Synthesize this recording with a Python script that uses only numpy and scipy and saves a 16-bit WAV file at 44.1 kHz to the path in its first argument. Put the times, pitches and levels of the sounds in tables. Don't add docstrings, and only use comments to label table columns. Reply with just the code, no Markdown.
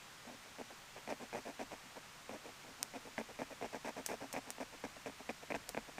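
import sys
import numpy as np
from scipy import signal
from scipy.fft import rfft, irfft, next_fast_len
from scipy.io import wavfile

SR = 44100
rng = np.random.default_rng(int(sys.argv[2]) if len(sys.argv) > 2 else 0)


def store_pcm(level_fs):
    pcm = np.round(np.clip(level_fs, -1, 1) * 32767).astype(np.int16)
    wavfile.write(sys.argv[1], SR, np.atleast_2d(pcm).T)


N = 264159

# (frequency [Hz], relative spectral density [dB])
DIFFERENCE_SPECTRUM = [(50, 18.5), (200, 14), (1200, -3), (5000, -26), (14000, 19.5)]
HISS_SPECTRUM = [(25, -7), (65, -13), (130, -4), (240, -8), (430, -10.5), (1100, -5.5), (2400, -8),
                 (4000, -12), (6800, -14), (9400, -19.5), (10300, -23), (13600, -26), (14200, -21),
                 (14900, -29)]
LAP_SPECTRUM = [(15, -21.0), (35, 1.5), (90, -11.5), (200, -9.5), (600, -70.5)]
CRACKLE_SPECTRUM = [(300, -15), (1500, -7), (3500, -8), (6500, 0), (9500, -3), (11000, -6), (13500, -6),
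                    (15500, -11)]
# (frequency [Hz], bandwidth [Hz], relative level [dB])
SPLINTER_MODES = [(1500, 2500, -9), (5600, 900, 0), (6700, 800, -1), (9100, 800, 2), (11000, 700, -11),
                  (13100, 1400, -9)]
RECOIL_MODES = [(700, 470, 12), (1800, 1270, -3), (3640, 4500, 2.5)]
THUMP_MODES = [(131.5, 82, -11), (225.73, 23.5, 2), (269.34, 42.6, 5.5)]
HOLLOW_MODES = [(456.4, 133.6, 2.5), (607.4, 141, 0), (716.2, 146, -2.5), (898.5, 156.7, -4.5)]
EDGE_MODES = [(1622, 118, 0.5), (1792, 250, 0.5), (2070, 368, 0.5), (2420.5, 247, 0.36)]
FIBRE_MODES = [(3366, 980, 6), (5464, 1240, 4.5), (6004, 470, -5.5), (8115, 945, -2.5), (13200, 1600, -14)]
# (time [s], crack level [dB], added resonance [Hz], crackle re crack [dB],
# crackle's 60 dB decay time [s], trailing hiss re crack [dB])
FRACTURES = [(2.8294, -10, 5460, -15, 0.0176, -25.5), (4.0624, -20.5, 6900, 6.5, 0.0245, -1),
             (4.328, -31, 5000, 11, 0.047, -9.5), (4.5046, -19.5, 8180, -7.5, 0.074, -17),
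             (5.6917, -22, 4900, -1, 0.0246, -9.5)]
# (time [s], relative level [dB], brightness [dB])
EDGE_CATCHES = [(0.612, -40.5, -19.5), (1.09, -42.5, -9), (1.124, -36.5, -12.5), (1.348, -37, -13),
                (2.294, -42.5, -10.5), (3.181, -37.5, 0), (3.212, -40.5, -10.5), (3.418, -34.5, -14.5),
                (3.625, -38, -12), (3.644, -38, -13), (3.746, -39.5, -5.5), (4.364, -38, -2.5),
                (4.583, -46, -1.5), (4.866, -46.5, -14.5), (5.097, -47, -10.5), (5.296, -39, 1),
                (5.521, -36, -2.5), (5.549, -38.5, 2), (5.747, -40.5, -1.5), (5.775, -33, -7.5),
                (5.784, -44.5, -10)]
# (time [s], cut length [s], cut level [dB], slide delay [s], slide level [dB])
GOUGE_STROKES = [(0.252, 0.1105, -57.5, 0.169, -67.5), (0.585, 0.0451, -52, 0.1148, -57.5),
                 (0.838, 0.0402, -84, 0.1205, -52.5), (1.076, 0.0678, -44, 0.1213, -50),
                 (1.329, 0.0746, -45, 0.1209, -49), (1.594, 0.0452, -46.5, 0.1157, -48.5),
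                 (1.835, 0.0342, -69.5, 0.1183, -52), (2.292, 0.083, -51.5, 0.1467, -55.5),
                 (2.639, 0.09, -61.5, 0.1455, -59.5), (2.938, 0.0451, -50, 0.1124, -54.5),
                 (3.180, 0.0388, -43.5, 0.107, -54), (3.390, 0.0501, -46.5, 0.1077, -54),
                 (3.613, 0.0596, -45.5, 0.1118, -46), (3.847, 0.0638, -43.5, 0.1133, -48),
                 (4.089, .068, -44, 0.114, -50), (4.339, 0.0581, -44, 0.1226, -56),
                 (4.603, 0.0345, -45.5, .121, -55.5), (4.839, 0.021, -45.5, 0.1223, -55.5),
                 (5.06, 0.0294, -46, .135, -55), (5.292, 0.0217, -44.5, 0.1327, -55),
                 (5.504, 0.0274, -43.5, 0.14, -73.5), (5.543, 0.0252, -41.5, 0.139, -54),
                 (5.769, 0.0247, -46, 0.1087, -54), (5.983, 0.0384, -45, .12, -58.5)]
# (thump [dB], hollow [dB], edge [dB])
SINK_RISE_DB = [3, 2, 1.5]

USUAL_S, USUAL_DB = 0.0519, -44
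JAB_PUSH_DB, JAB_EDGE_DB, JAB_BITE_DB, JAB_BITE_EDGE_DB = 4.5, 0.5, 2.5, 0.1
LAP_REST_DB, LAP_PUSH_DB, LAP_SETTLE_S = -82.5, -29, 0.145
RECOIL_DB, RECOIL_GROWS = -22.5, 0.086
CUT_THUMP_DB, CUT_EDGE_DB, SLIDE_THUMP_DB, SLIDE_EDGE_DB = -5.5, -8, -4.5, -9
THUMP_FALL = 0.36
SLIDE_SHARE = 0.8844
BITE_DB, BITE_EDGE_DB = 2.5, -5
STICK_S, STICK_DB = 0.00497, -14.5
TOP_HZ = 15500


def amp(db):
    return 10 ** (np.asarray(db) / 20)


def unit(x):
    return x / np.sqrt(np.mean(x ** 2) + 1e-20)


def add(track, start_s, x):
    i = round(start_s * SR)
    part = track[..., i:i + x.shape[-1]]
    part += x[..., :part.shape[-1]]


def filtered(x, response):
    n = x.shape[-1]
    size = next_fast_len(n + 8192)
    return irfft(rfft(x, size) * response(np.fft.rfftfreq(size, 1 / SR)), size)[..., :n]


def noise(n, spectrum):
    points_hz, db = np.transpose(spectrum)
    white = rng.standard_normal(n)
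    return unit(filtered(white, lambda hz: amp(np.interp(np.log(hz + 1), np.log(points_hz), db))))


def ring(modes, skirt, size=4096):
    hz = np.fft.rfftfreq(size, 1 / SR) + 1
    power = sum(amp(db) ** 2 / (1 + ((hz * hz - centre * centre) / (hz * width)) ** 2 / skirt) ** skirt
                for centre, width, db in modes)
    cepstrum = irfft(np.log(power + 1e-12) / 2)
    cepstrum[1:size // 2] *= 2
    cepstrum[size // 2:] = 0
    response = irfft(np.exp(rfft(cepstrum)))
    return response / np.linalg.norm(response)


def difference_noise():
    return np.outer([1, -1], amp(-78.5) * noise(N, DIFFERENCE_SPECTRUM))


def outdoor_hiss():
    return amp(-56.5) * noise(N, HISS_SPECTRUM)


def jab(length):
    return np.log2(USUAL_S / max(length, .005))


def lap_rumble():
    pushes = np.zeros(N)
    settle = np.exp(-np.arange(2 * SR) / SR / LAP_SETTLE_S)
    for start, length, db, _, _ in GOUGE_STROKES:
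        add(pushes, start, amp(db + LAP_PUSH_DB + JAB_PUSH_DB * jab(length)) * settle)
    return (amp(LAP_REST_DB) + pushes) * noise(N, LAP_SPECTRUM)


def off_centre(x, lag_s):
    return filtered(x, lambda hz: np.exp(np.outer([1j, -1j], np.pi * hz * lag_s)))


def splinters():
    out, t = np.zeros(N), np.arange(SR // 5) / SR
    for start, db, centre_hz, crackle_db, crackle_t60, trail_db in FRACTURES:
        crack = amp(db) * ring(SPLINTER_MODES + [(centre_hz, 1800, -1)], skirt=1.5)
        recoil = amp(RECOIL_DB + RECOIL_GROWS * db) * ring(RECOIL_MODES, skirt=0.75)
        add(out, start, crack + recoil)
        for tail_db, t60 in (crackle_db, crackle_t60), (trail_db, .22):
            tail = amp(-60 * t / t60) * noise(len(t), CRACKLE_SPECTRUM)
            add(out, start, amp(db + tail_db) * tail / np.linalg.norm(tail))
    return out


def fibres(n, rate_hz, spread_db):
    count = int(n / SR * rate_hz * 2) + 8
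    gaps = rng.exponential(SR / rate_hz, count)
    sizes = amp(spread_db * np.clip(rng.standard_normal(count), -2, 2))
    signs = rng.choice([-1, 1], count)
    onsets = (np.cumsum(gaps) - gaps[0]).astype(int)
    return unit(np.bincount(onsets, signs * sizes, n)[:n])


def scrape(length, skew, fullness, rate_hz, spread_db):
    progress = np.linspace(0, 1, max(round(length * SR), 64))
    pressure = np.abs(np.sin(np.pi * progress ** skew)) ** fullness
    return unit(pressure * fibres(len(progress), rate_hz, spread_db))


def stroke_forces():
    force = np.zeros((3, N))
    for start, length, db, slide_delay, slide_db in GOUGE_STROKES:
        thump_db = CUT_THUMP_DB - THUMP_FALL * (db - USUAL_DB)
        edge_db = CUT_EDGE_DB + JAB_EDGE_DB * jab(length)
        cut = scrape(length, skew=0.518, fullness=0.635, rate_hz=1400, spread_db=1)
        sink_db = np.outer(SINK_RISE_DB, np.linspace(-1, 1, len(cut)))
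        add(force, start, amp(db + np.array([[thump_db], [0], [edge_db]]) + sink_db) * cut)
        slide = scrape(SLIDE_SHARE * length, skew=0.769, fullness=0.55, rate_hz=2200, spread_db=3)
        slide_gains = amp(slide_db + np.array([SLIDE_THUMP_DB, 0, SLIDE_EDGE_DB]))
        add(force, start + slide_delay, np.outer(slide_gains, slide))
    return force


def sticking():
    gain, t = np.ones(N), np.arange(N) / SR
    for jump_s, _, _ in EDGE_CATCHES:
        gain *= amp(STICK_DB * np.exp(-(2 * (t - jump_s) / STICK_S + 1) ** 2 / 2))
    return gain


def bites():
    return [(start, db + BITE_DB + JAB_BITE_DB * jab(length), BITE_EDGE_DB + JAB_BITE_EDGE_DB * jab(length))
            for start, length, db, _, _ in GOUGE_STROKES]


def gouge():
    force = stroke_forces() * sticking()
    edge_force = force[2]
    rasp = amp(-5.5) * signal.fftconvolve(edge_force, ring(FIBRE_MODES, skirt=1.58))[:N]
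    for start, db, bright_db in bites() + list(EDGE_CATCHES):
        tear = scrape(0.00424, skew=0.99, fullness=0.72, rate_hz=3013, spread_db=-4.5)
        add(edge_force, start - .002, amp(db + bright_db + 17) * tear / np.linalg.norm(tear))
        knock = amp(db + 21.5 + np.array([[-3.5], [0], [bright_db - 2.5]]))
        add(force, start, knock)
    bodies = ring(THUMP_MODES, skirt=1.335), ring(HOLLOW_MODES, skirt=1.746), ring(EDGE_MODES, skirt=1.7)
    return rasp + sum(signal.fftconvolve(drive, body)[:N] for drive, body in zip(force, bodies))


def scene():
    carving = gouge() + off_centre(splinters(), lag_s=4e-6) + lap_rumble()
    return carving + outdoor_hiss() + difference_noise()


def record(dry):
    return filtered(dry, lambda hz: 1 / (1 + (hz / TOP_HZ) ** 120))


dry = scene()
out = record(dry)
store_pcm(out)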